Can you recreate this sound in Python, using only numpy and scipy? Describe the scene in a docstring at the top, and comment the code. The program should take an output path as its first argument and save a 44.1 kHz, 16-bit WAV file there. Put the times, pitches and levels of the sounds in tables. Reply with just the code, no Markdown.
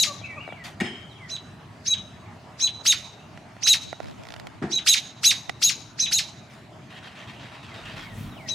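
"""A garden among houses: two robins in a tree give alarm notes, one near and loud, one fainter.
Each note is two gliding whistles, one per side of the syrinx, with their sum and difference tones and breath.
Leaves and walls echo them as decaying noise. Farther off, gliding tones whistle and yap, metal rings in
decaying partials, and shaped noise makes traffic drone and a late gust.
The hand-held recorder ticks and knocks through resonances and rustles in grains of noise."""
import sys
import numpy as np
from scipy import signal
from scipy.fft import rfft, irfft, next_fast_len
from scipy.io import wavfile
from scipy.ndimage import uniform_filter1d, map_coordinates

SR = 44100
rng = np.random.default_rng(int(sys.argv[2]) if len(sys.argv) > 2 else 0)


def gain_from_db(level_db):
    """Convert decibel levels to linear amplitude factors (20 dB per decade)."""
    decades = np.asarray(level_db, float) / 20
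    return 10 ** decades


def store_pcm(level_fs):
    """Save levels as 16-bit WAV."""
    pcm = np.round(np.clip(level_fs, -1, 1) * 32767).astype(np.int16)
    wavfile.write(sys.argv[1], SR, np.atleast_2d(pcm).T)


N = 376613

# Traffic bed. Each row: time in seconds, drone level in dB, hush level in dB.
TRAFFIC = [(0.0, -46, -49.5), (6.92, -48, -51), (8.54, -43.5, -47.5)]
# Colour of the low drone. Each row: frequency in Hz, relative density in dB per Hz.
DRONE = [(25, -38.5), (107, -2.5), (168, -6.5), (233, -9.5), (379, -16), (500, -31.5), (1100, -120)]
# Colour of the hush above it. Each row: frequency in Hz, relative density in dB per Hz.
HUSH = [(260, -37), (450, -5.5), (492, -15), (614, -1.5), (959, -6), (2480, -14.5), (7430, -27.5),
        (15600, -46)]
# Stereo likeness of the traffic. Each row: frequency in Hz, left-right correlation.
ALIKE = [(60, 1), (250, 0.92), (700, 0.74), (2400, 0.51), (8000, 0.61)]
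# Wind on the ports. Each row: time in seconds, buffet level in dB, flutter level in dB.
GUST = [(7.7, -72, -67), (7.95, -53, -52), (8.16, -53, -45), (8.19, -54, -37.5), (8.27, -56, -40),
        (8.33, -61, -47), (8.54, -62, -50)]
# Grip flexing the casing. Each row: peak in seconds, time to fall to 1/e in seconds, level in dB.
GRIP = [(0.053, 0.035, -43), (3.352, .025, -52), (3.65, 0.047, -46), (3.88, 0.055, -42),
        (4.073, 0.052, -40.5), (4.331, 0.19, -43), (5.497, 0.0088, -28.5)]
# Colour of that rumble. Each row: frequency in Hz, relative density in dB per Hz.
FLEX = [(25, -23.5), (110, 0), (250, -8.5), (900, -13.5), (1500, -43.5)]
# Ticks of the casing. Each row: start in seconds, snap peak in dB, contact hardness in Hz,
# treble against the snap in dB before a 2 dB lift, left over right in dB.
TICKS = [(.214, -34, 400, -30, 5), (.4772, -27, 800, -34, 8), (.489, -29, 800, -34, 6),
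         (.524, -25, 900, -34, 5.5), (3.375, -30.5, 1500, -11, -4), (3.566, -33, 1000, -18, -5),
         (3.9285, -21, 900, -14, -10.5), (4.0025, -24, 700, -16, -13), (4.363, -31.5, 1500, -5, -8.5),
         (4.398, -31, 1500, -3, -8.5), (4.47, -30, 1500, -1, -6.5), (5.4948, -16, 2200, -3, -9),
         (5.4972, -21, 1300, -8, -9)]
# Creaks, runs of slips. Each row: start in seconds, gap in seconds, first level in dB, growth per slip in dB.
CREAKS = [(4.03, .0135, -39.5, 0.04), (4.235, .0174, -39, 1.5)]
# Casing resonances. Each row: frequency in Hz, width in Hz, gain in dB.
CASING = [(266, 81, 11), (684, 180, 15), (1400, 78, 11.5), (1950, 220, 13.5)]
# Knocks on the recorder body. Each row: start in seconds, strength in dB, edge against that strength in dB.
KNOCKS = [(4.616, -21.5, -18), (4.624, -24.5, 0.5), (4.636, -17.5, -20.5)]
# Body resonances, for one pass. Each row: frequency in Hz, width in Hz, gain in dB.
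BODY = [(70.4, 49, -6), (133, 70, 0.5), (226, 102, 4), (380, 92, 3), (760, 214, -2)]
# Brushes of finger or cloth. Each row: peak in seconds, rise, hold and fade in seconds, level in dB.
BRUSHES = [(0.65, 0.011, 0.0058, 0.091, -37.5), (4.018, 0.031, .39, .03, -57),
           (6.543, 0.043, 0.0062, 0.095, -49.5)]
# Colour of the rustle. Each row: frequency in Hz, relative density in dB per Hz.
RUSTLE = [(290, -49.5), (500, -6.5), (888, 0), (3240, -4), (7240, -15), (15500, -30)]
# Envelope of one long rustle. Each row: time in seconds, level in dB.
LONG_RUSTLE = [(6.885, -75), (6.905, -45.5), (7.65, -45.5), (7.85, -40), (8.03, -39.5), (8.07, -49),
               (8.3, -53.5)]
# Faint treble crinkles. Each row: peak in seconds, time to fall to 1/e in seconds, level in dB.
CRINKLES = [(5, 0.0043, -52), (8.159, 0.04, -58)]
# Faint resonances of the rubbed surface: centres in Hz.
SCRAPE_HZ = (1860, 2550, 2790, 3220, 3770)
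# Blows on metal. Each row: start in seconds, strength in dB, thud against that strength in dB.
CLANK = [(0.8017, -27, -3), (0.808, -24, 1.5), (0.8134, -32.5, 15.5), (0.833, -42, 7)]
# Partials of the metal. Each row: frequency in Hz, mean level in dB, 60 dB decay in seconds.
METAL = [(1870, -7, 0.53), (3060, -1.5, 0.75), (3200, -1, 0.85), (5160, -6, 0.25), (8100, -11, 0.27)]
# Echo off the walls. Each row: frequency in Hz, 60 dB decay in seconds.
GARDEN = [(300, 0.17), (2000, 0.63), (4000, 0.65), (7000, 0.5), (12000, 0.35)]
# A far songbird. Each row: start in seconds, length in seconds, first Hz, last Hz, peak level in dB.
WHISTLES = [(0.217, 0.033, 2260, 2590, -44.5), (0.243, 0.021, 2640, 2630, -42),
            (0.282, 0.055, 2292, 2293, -41.5), (0.36, 0.06, 2375, 2860, -41.5),
            (0.436, 0.077, 2274, 2310, -48), (3.185, .045, 2590, 2810, -60)]
# Shape of a far falling whistle. 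Each row: time in seconds before stretch, pitch in Hz, relative level in dB.
SLUR = [(0, 4350, -10), (.04, 3600, -7), (.075, 3150, -6), (.1, 2330, -2), (.13, 2090, 0), (.2, 1790, -3)]
# Its calls. Each row: start in seconds, time stretch, level in dB.
SLURS = [(.14, 1.1, -51.5), (.46, .97, -51.5), (1.09, 1.03, -54), (7.59, 1, -56), (7.95, 1, -51),
         (8.295, 1, -51)]
# Distant yaps. Each row: start in seconds, length in seconds, first Hz, last Hz, peak level in dB.
YAPS = [(0.064, 0.062, 612, 559, -34), (0.365, 0.035, 641, 531, -37.5), (2.795, 0.035, 493, 416, -45)]
# Yap harmonics, first and second: relative level in dB.
YAP_DB = [-8.5, -2]
# Alarm notes, near then far robin. Each row: time of the note's zero mark in seconds, time stretch, pitch ratio,
# level in dB, high voice over its usual share in dB, left over right in dB.
NEAR_NOTES = [(-.025, 1.053, 1.04, -17, 1, 4), (2.87, 0.91, 1.01, -16.5, -1, 0),
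              (3.682, 0.95, 1.027, -15.5, -0.5, 0), (4.882, 1.015, 1.017, -14.5, 0, -1.5),
              (5.252, 1.0, 1.012, -15, 0.5, 0), (5.636, 1.002, 1.03, -19, 4, 1),
              (6.132, .98, 1.034, -20.5, 2.5, -1)]
FAR_NOTES = [(1.301, 0.98, 1, -32.5, -1, -2.5), (1.868, 1.09, 0.99, -26.5, 6, 0.5),
             (2.607, 1.04, 1, -23, 3.5, 0.7), (3.633, 0.9, 0.99, -24.5, 4, -5.5),
             (4.72, .98, .99, -24.5, 0, -2), (5.998, 0.95, 0.995, -22.5, 6.5, -1),
             (8.488, 0.81, 0.99, -29, -3, 5.5)]
# Each bird's low and high voice, before stretch and pitch ratio. Each row: tense pitch in Hz, sag in Hz per second,
# letting go in seconds from the zero mark, roundness of that knee in seconds, flick of pitch there in Hz.
NEAR_VOICES = [(4174, 12000, 0.054, 0.00084, 648.5), (6524, 356, .058, .003, -7)]
FAR_VOICES = [(4078, 3335, .063, 0.0014, 260), (6514, 790, 0.067, 0.0032, 4)]
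# Loudness through a note. Each row: seconds from the zero mark before stretch, low and high voice in dB.
NEAR_LEVEL = [(-.019, -8.5, -27.5), (-.012, -10, -6), (-.003, -9.5, -1.5), (.014, -5.5, -1.5),
              (0.025, -3, -5), (.045, -3, -10.5), (0.062, -4.5, -2.5), (0.071, -12, -10.5),
              (0.086, -16, -46.5)]
FAR_LEVEL = [(-.016, -23.5, -42), (-.009, -14.5, -32.5), (.002, -15, -2.5), (0.017, -4, -8),
             (0.044, -1, -11.5), (0.065, 0, -29), (.07, -12.5, -26.5), (.088, -29, -41.5)]
# Pitch of slack membranes, low and high voice, in Hz before the pitch ratio.
SLACK_HZ = (1274.6, 2044.4)
# Time constant of the pitch drop after letting go, low and high voice, in seconds before stretch.
RELAX_S = (.017, .008)
# The two voices modulate each other. Each row: multiple of the low voice, multiple of the high voice.
MIXES = [(2, 0), (3, 0), (0, 2), (1, 1), (2, 1), (-1, 1)]
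# Relative level of each of those tones in dB, before each bird's overtone setting.
MIX_DB = [-11.5, -18, -16.5, -11.5, -29, -17.5]
# Air in the throat. Each row: frequency in Hz, relative density in dB per Hz.
BREATH = [(700, -64.5), (1800, -34.5), (4500, 4.5), (8000, -5.5), (15500, -24.5)]


def unit(x):
    """Scaled to rms 1."""
    return x / np.sqrt(np.mean(x ** 2) + 1e-20)


def along(points, hz):
    """(Hz, value) points read on a log axis."""
    f, v = np.transpose(points)
    return np.interp(np.log(hz + 1), np.log(f + 1), v)


def curves(rows, edge=None):
    """One value per sample for each column after the time; edge holds outside the rows."""
    s, *cols = np.transpose(rows)
    return [np.interp(np.arange(N) / SR, s, c, edge, edge) for c in cols]


def wobble(rate, size=N):
    """A smooth random curve, rate knots a second."""
    knots = rng.standard_normal(int(size * rate / SR) + 4)
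    return map_coordinates(knots, [np.arange(size) * rate / SR])


def filtered(x, response):
    """x times a complex response of frequency."""
    m = next_fast_len(x.shape[-1] + 8192)
    return irfft(rfft(x, m) * response(np.fft.rfftfreq(m, 1 / SR)), m)[..., :x.shape[-1]]


def coloured(x, spectrum):
    """x equalised by (Hz, dB) points."""
    return filtered(x, lambda hz: gain_from_db(along(spectrum, hz)))


def resonant(x, peaks):
    """x through parallel causal resonances of alternating sign."""
    def response(f):
        return sum((-1) ** k * gain_from_db(db) * 1j * f * w / (c * c - f * f + 1j * f * w)
                   for k, (c, w, db) in enumerate(peaks))
    return filtered(x, response)


def panned(x, pan_db):
    """Left over right by pan_db."""
    return x * gain_from_db([[pan_db / 2], [-pan_db / 2]])


def add(track, s, sound):
    """Mixes a sound in at time s."""
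    i = round(s * SR)
    piece = sound[..., max(-i, 0):N - i]
    track[..., max(i, 0):max(i, 0) + piece.shape[-1]] += piece


def bumps(rows):
    """Sum of bell-shaped swells from (s, half-length s, dB) rows."""
    now = np.arange(N) / SR
    return sum(gain_from_db(db) * np.exp(-((now - s) / half) ** 2) for s, half, db in rows)


def rush(spectrum, alike, patchy_db):
    """Stereo noise of rms 1 with patches of random gain."""
    z = signal.stft(rng.standard_normal((2, N)), nperseg=512)[2]
    field = uniform_filter1d(rng.standard_normal(z.shape[1:]), size=6, axis=0)
    field = uniform_filter1d(field, size=12, axis=1)
    pair = signal.istft(z * gain_from_db(patchy_db * unit(field)), nperseg=512)[1][:, :N]

    def mid_side(hz):
        turn = np.arccos(np.clip(along(alike, hz), -1, 1)) / 2
        return gain_from_db(along(spectrum, hz)) * [np.cos(turn), np.sin(turn)]
    mid, side = filtered(pair, mid_side)
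    return unit(np.array([mid + side, mid - side]))


def scatter(t60, alike):
    """A stereo noise tail, left energy 1, whose decay depends on frequency."""
    hz, t, z = signal.stft(rng.standard_normal((2, SR)), SR, nperseg=128)
    mid, side = signal.istft(z * gain_from_db(-60 * t / t60(hz)[:, None]), SR, nperseg=128)[1]
    tail = np.array([mid + (1 - alike) * side, mid - (1 - alike) * side])
    return tail / np.linalg.norm(tail[0])


def garden(x, wet_db, leaves_db, alike):
    """x with fresh scatter: quick and dense from the leaves, long from the walls."""
    walls = scatter(lambda hz: along(GARDEN, hz), alike)
    leaves = scatter(lambda hz: along([(4000, 0.19), (12000, 0.02)], hz), alike)
    tail = gain_from_db(wet_db) * walls + gain_from_db(leaves_db) * leaves
    wet = signal.fftconvolve(x[None], tail, axes=1)
    # stirring leaves break the echo up
    wet = wet * gain_from_db(2.8 * np.array([wobble(45, size=wet.shape[1]) for _ in wet]))
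    return wet + np.pad(x, (0, wet.shape[1] - len(x)))


def traffic():
    """Far traffic: a wavering low drone under a patchy hush, both shaped noise."""
    drone_db, hush_db = curves(TRAFFIC)
    drone = gain_from_db(drone_db + .8 * wobble(3)) * rush(DRONE, ALIKE, patchy_db=1.5)
    hush = gain_from_db(hush_db) * rush(HUSH, ALIKE, patchy_db=2.5)
    return drone + hush


def gust():
    """Late wind on the ports: a deep buffet and a low unsteady flutter of noise."""
    buffet_db, flutter_db = curves(GUST, edge=-120)
    deep = rush([(20, -25.0), (45, 20.0), (70, -7.0), (100, -55.5)], [(50, .9)], patchy_db=5.5)
    low = rush([(40, -30), (90, 0), (250, -4), (500, -40)], [(50, .95)], patchy_db=1.5)
    return gain_from_db(buffet_db) * deep + gain_from_db(flutter_db + 1.5 * wobble(18)) * low


def grip():
    """The hand flexes the casing, pushing the ports in opposite directions: a low lumpy rumble."""
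    lumps = gain_from_db(4.5 * wobble(30))
    rumble = unit(lumps * coloured(rng.standard_normal(N), FLEX))
    return bumps(GRIP) * rumble * [[1], [-1]]


def thud(db, t60):
    """A dull rattling push, twice through the body resonances."""
    t = np.arange(SR // 2) / SR
    rattle = rng.standard_normal(len(t)) * gain_from_db(-60 * t / t60)
    force = rattle + 2.2 * gain_from_db(-60 * t / .008)
    push = resonant(resonant(force, BODY), BODY)
    return gain_from_db(db) * push / np.abs(push).max()


def casing_ticks():
    """A short contact pulse rings the casing, with a noisy edge; creaks are runs of seven slips."""
    track, t = np.zeros((2, N)), np.arange(SR // 8) / SR
    slips = [(s + gap * k, db + growth_db * k, 1400, -1.5, -7.5)
             for s, gap, db, growth_db in CREAKS for k in range(7)]
    for s, db, contact_hz, treble_db, pan_db in TICKS + slips:
        contact = [(contact_hz, 2.0 * contact_hz, 0)]
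        pulse = resonant(resonant(gain_from_db(-60 * t / 0.00097), contact), contact)
        snap = resonant(pulse, CASING)
        edge = coloured(rng.standard_normal(len(t)) * gain_from_db(-60 * t / 0.015),
                        [(1200, -23.5), (2300, -5.5), (5500, -13.0), (15500, -42.5)])
        edge = gain_from_db(treble_db + 2.0) * edge / np.abs(edge).max()
        tick = gain_from_db(db) * (snap / np.abs(snap).max() + edge)
        add(track, s, panned(tick, pan_db))
    return track


def body_knocks():
    """Each knock thuds through the body resonances under a stereo edge of decaying noise."""
    track, t = np.zeros((2, N)), np.arange(SR // 8) / SR
    for s, db, edge_db in KNOCKS:
        noise = rng.standard_normal(len(t)) + 0.94 * rng.standard_normal((2, len(t)))
        edge = coloured(noise * gain_from_db(-60 * t / 0.35),
                        [(500, -7), (1800, -0.5), (2600, -13.5), (9000, -29.5), (12000, -65.0)])
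        add(track, s, panned(thud(db, t60=0.49), pan_db=1.2))
        add(track, s, gain_from_db(db + edge_db) * edge / np.abs(edge).max())
    return track


def rustles():
    """Fingers and cloth rub in dense grains of noise: brushes, one long stroked rustle and crinkles."""
    brushes = [[(s - rise, db - 7.0), (s, db), (s + hold, db), (s + hold + fade, db - 18)]
               for s, rise, hold, fade, db in BRUSHES]
    brush_level = sum(gain_from_db(curves(rows, edge=-120)[0]) for rows in brushes)
    grains = gain_from_db(1.5 * wobble(300) + 1.5 * wobble(40))
    # strokes renew the long rustle, each a little sooner
    k = np.arange(10)
    stroke_s = 6.9 + .128 * k - .0011 * k ** 2
    sink = np.interp(np.arange(N) / SR, stroke_s, k) % 1
    dull = coloured(rush(RUSTLE, [(500, 0.59), (8000, 0.89)], patchy_db=2.2),
                    [(900, -1.0), (2200, 1.0), (3800, 0.5), (6000, -3.0), (15000, -10.5)])
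    width_hz, gain = 70, .8  # of the surface's ringing
    rubbed = filtered(dull, lambda hz: 1 + sum(gain / (1 + ((hz - centre) / width_hz) ** 2)
                                              for centre in SCRAPE_HZ))
    sweep = gain_from_db(curves(LONG_RUSTLE, edge=-120)[0]) * unit(grains * gain_from_db(-6.5 * sink ** 3) * rubbed)
    treble = rush([(4000, -23), (7500, -5), (15500, -23)], [(8000, 0.52)], patchy_db=-4.0)
    crinkle = bumps(CRINKLES) * treble
    brushed = unit(grains * rush(RUSTLE, [(500, 0.8), (8000, 0.71)], patchy_db=3.0))
    return sweep + crinkle + brush_level * brushed


def clank():
    """Each blow rings loose, rattling metal at new strengths over a crack and a thud."""
    track, t = np.zeros((2, N)), np.arange(SR // 2) / SR
    for s, db, thud_db in CLANK:
        ring = np.zeros(len(t))
        for hz, level, t60 in METAL:
            decay = gain_from_db(level + rng.normal(0, 4.5) - 60 * t / t60)
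            rise = 1 - gain_from_db(-60 * t / (0.39 * t60))
            rattle = 1.9 * wobble(72.6, size=len(t))  # phase, radians
            ring += decay * rise * np.sin(2 * np.pi * hz * t + rattle)
        crack = coloured(gain_from_db(-60 * t / 0.035) * rng.standard_normal(len(t)),
                         [(900, -10.5), (1800, 9.0), (3200, -1.5), (4500, -13), (9000, -17.0), (14000, -60.0)])
        struck = gain_from_db(db - 16) * ring + gain_from_db(db + 8) * crack
        add(track, s, garden(struck, wet_db=-2, leaves_db=-6, alike=0.385))
        add(track, s, thud(db + thud_db, t60=0.51))
    return panned(track, pan_db=1.6)


def swelling(s, length, first_hz, last_hz, db, start_db, peak_share):
    """(s, Hz, dB) rows of a note that glides evenly, swells to its peak and dies."""
    return [(s + length * k, first_hz + (last_hz - first_hz) * k, db + d)
            for k, d in [(0, start_db), (peak_share, 0), (1, -6)]]


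def glide(rows, harmonics_db, rough, flutter_db):
    """One far call from (s, Hz, dB) rows, slightly unsteady, faded at both ends."""
    s, hz, db = np.transpose(rows)
    t = np.arange(s[0], s[-1], 1 / SR)
    phase = 2 * np.pi * np.cumsum(np.interp(t, s, hz)) / SR + rough * wobble(147.0, size=len(t))
    tone = sum(gain_from_db(level) * np.sin(k * phase) for k, level in enumerate(harmonics_db, 1))
    level = gain_from_db(np.interp(t, s, db) + flutter_db * wobble(76.5, size=len(t)))
    return np.sqrt(2) * tone * level * signal.windows.tukey(len(t), .15)


def far_whistles():
    """Far birds: single gliding tones blurred by strong echo."""
    track = np.zeros((2, N))
    slurs = [[(at + s * stretch, hz, db + level) for s, hz, db in SLUR] for at, stretch, level in SLURS]
    songs = [swelling(*note, start_db=-4.0, peak_share=1.0) for note in WHISTLES]
    for rows in slurs + songs:
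        call = glide(rows, [0], rough=.5, flutter_db=3.5)
        add(track, rows[0][0], garden(call, wet_db=-5, leaves_db=-7, alike=.4))
    return track


def dog_yaps():
    """A distant dog: short falling tones of two harmonics with echo from the walls."""
    track = np.zeros((2, N))
    for yap in YAPS:
        rows = swelling(*yap, start_db=-10.5, peak_share=0.56)
        call = glide(rows, YAP_DB, rough=0.16, flutter_db=2.0)
        add(track, rows[0][0], garden(call, wet_db=-8.5, leaves_db=-42.5, alike=0.36))
    return track


def voice_pitch(u, start, tense_s, slack, relax, voice):
    """Pitch in Hz: a membrane tenses, sags, flicks and falls away exponentially once let go."""
    tense, sag, go, knee, flick = voice
    tension = 1 - np.exp(-((u - start) / tense_s) ** 2)  # climbs like the flank of a bell curve
    held = slack + (tense - sag * np.clip(u, 0, go) - slack) * tension
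    drop = np.exp(-knee * np.logaddexp(0, (u - go) / knee) / relax)
    return held * drop + flick * np.exp(-((u - go) / .003) ** 2)


def syrinx(low, high, low_hz, high_hz, a, b, ratio, overtone_db):
    """Two whistles of phases a and b, with the tones of their mutual modulation."""
    beak_hz = 2600  # low tones leave the beak weakly
    low_out = np.clip(low_hz / beak_hz, 0, 1) ** 2
    high_out = np.clip(high_hz / (2 * beak_hz), 0, 1) ** 2
    note = np.sqrt(2) * (low * np.sin(a) * low_out + high * np.sin(b) * high_out)
    for (m, n), db in zip(MIXES, MIX_DB):
        order = abs(m) + abs(n)
        drive = low ** (abs(m) / order) * high ** (abs(n) / order)
        hz = m * low_hz + n * high_hz
        audible = (ratio * hz < SR / 2) * np.clip(hz / beak_hz, 0, 1) ** 3
        note += gain_from_db(db + overtone_db) * np.sqrt(2) * drive * np.sin(m * a + n * b) * audible
    return note


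def breath_puff(db):
    """Stereo air that swells and dies exponentially around the onset, and its lead time in seconds."""
    lead = np.arange(-.035, .02, 1 / SR)
    air = unit(coloured(rng.standard_normal((2, len(lead))), BREATH))
    return gain_from_db(db) * air * np.exp(-np.abs(lead) / .0075), lead[0]


def robin(notes, voices, level, tense_s, overtone_db, breath_db, flutter_db, rough, echo_db, wet_db, leaves_db):
    """Each note arches two unrelated whistles with their sum and difference tones, breath and echoes."""
    track, (s, *columns) = np.zeros((2, N)), np.transpose(level)
    for at, stretch, ratio, note_db, share_db, pan_db in notes:
        t = np.arange(s[0] * stretch, s[-1] * stretch, 1 / SR)
        u = t / stretch
        low_hz, high_hz = [voice_pitch(u, s[0], tense_s, slack, relax, voice)
                           for slack, relax, voice in zip(SLACK_HZ, RELAX_S, voices)]
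        low, high = [gain_from_db(uniform_filter1d(np.interp(u, s, c), size=130) + note_db
                         + flutter_db * wobble(93.2, size=len(t))) for c in columns]
        high = high * gain_from_db(share_db)
        phases = 2 * np.pi * ratio * np.cumsum([low_hz, high_hz], axis=1) / SR
        a, b = phases + rng.uniform(0, 2 * np.pi, (2, 1))
        a, b = a + rough * wobble(300, size=len(t)), b + rough * wobble(300, size=len(t))
        note = syrinx(low, high, low_hz, high_hz, a, b, ratio, overtone_db)
        air = unit(coloured(rng.standard_normal(len(t)), BREATH))
        # breath grows as the high voice falls below its top pitch
        note += gain_from_db(breath_db) * np.hypot(low, high) * air * (.13 + 1 - high_hz / high_hz.max())
        heard = np.pad(note, (0, SR // 20))
        # the nearest wall answers twice, 8.8 ms apart
        heard = sum(gain_from_db(k * echo_db) * np.roll(heard, round(k * .0088 * SR)) for k in range(3))
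        puff, lead_s = breath_puff(note_db - 6)
        add(track, at + t[0] + 0.013 + lead_s, puff)
        add(track, at + t[0], panned(garden(heard, wet_db, leaves_db, alike=0.68), pan_db))
    return track


def far_robin():
    """The farther bird: rougher, more echoed, its treble taken by foliage and air."""
    song = robin(FAR_NOTES, FAR_VOICES, FAR_LEVEL, tense_s=.0145, overtone_db=-4.5, breath_db=-6,
                 flutter_db=3, rough=.3, echo_db=-8.0, wet_db=-15, leaves_db=-5.5)
    return coloured(song, [(7000, -1.0), (8000, -10.5), (10500, -9.5), (12000, -15.5)])


def near_robin():
    """The near bird: louder, steadier whistles over softer echo."""
    return robin(NEAR_NOTES, NEAR_VOICES, NEAR_LEVEL, tense_s=.0165, overtone_db=-3.0, breath_db=-6,
                 flutter_db=1.5, rough=.22, echo_db=-13, wet_db=-16.0, leaves_db=-8.5)


def scene():
    """The layers summed, from the traffic bed up to the robins."""
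    background = traffic() + gust()
    hand = grip() + casing_ticks() + body_knocks() + rustles()
    distance = clank() + far_whistles() + dog_yaps()
    return background + hand + distance + far_robin() + near_robin()


def roll_off(x):
    """The treble ends steeply here."""
    return signal.sosfilt(signal.butter(12, 15750, fs=SR, output="sos"), x)


def record(dry):
    """The finished mix as the recorder stores it."""
    return roll_off(dry)


dry = scene()
out = record(dry)
store_pcm(out)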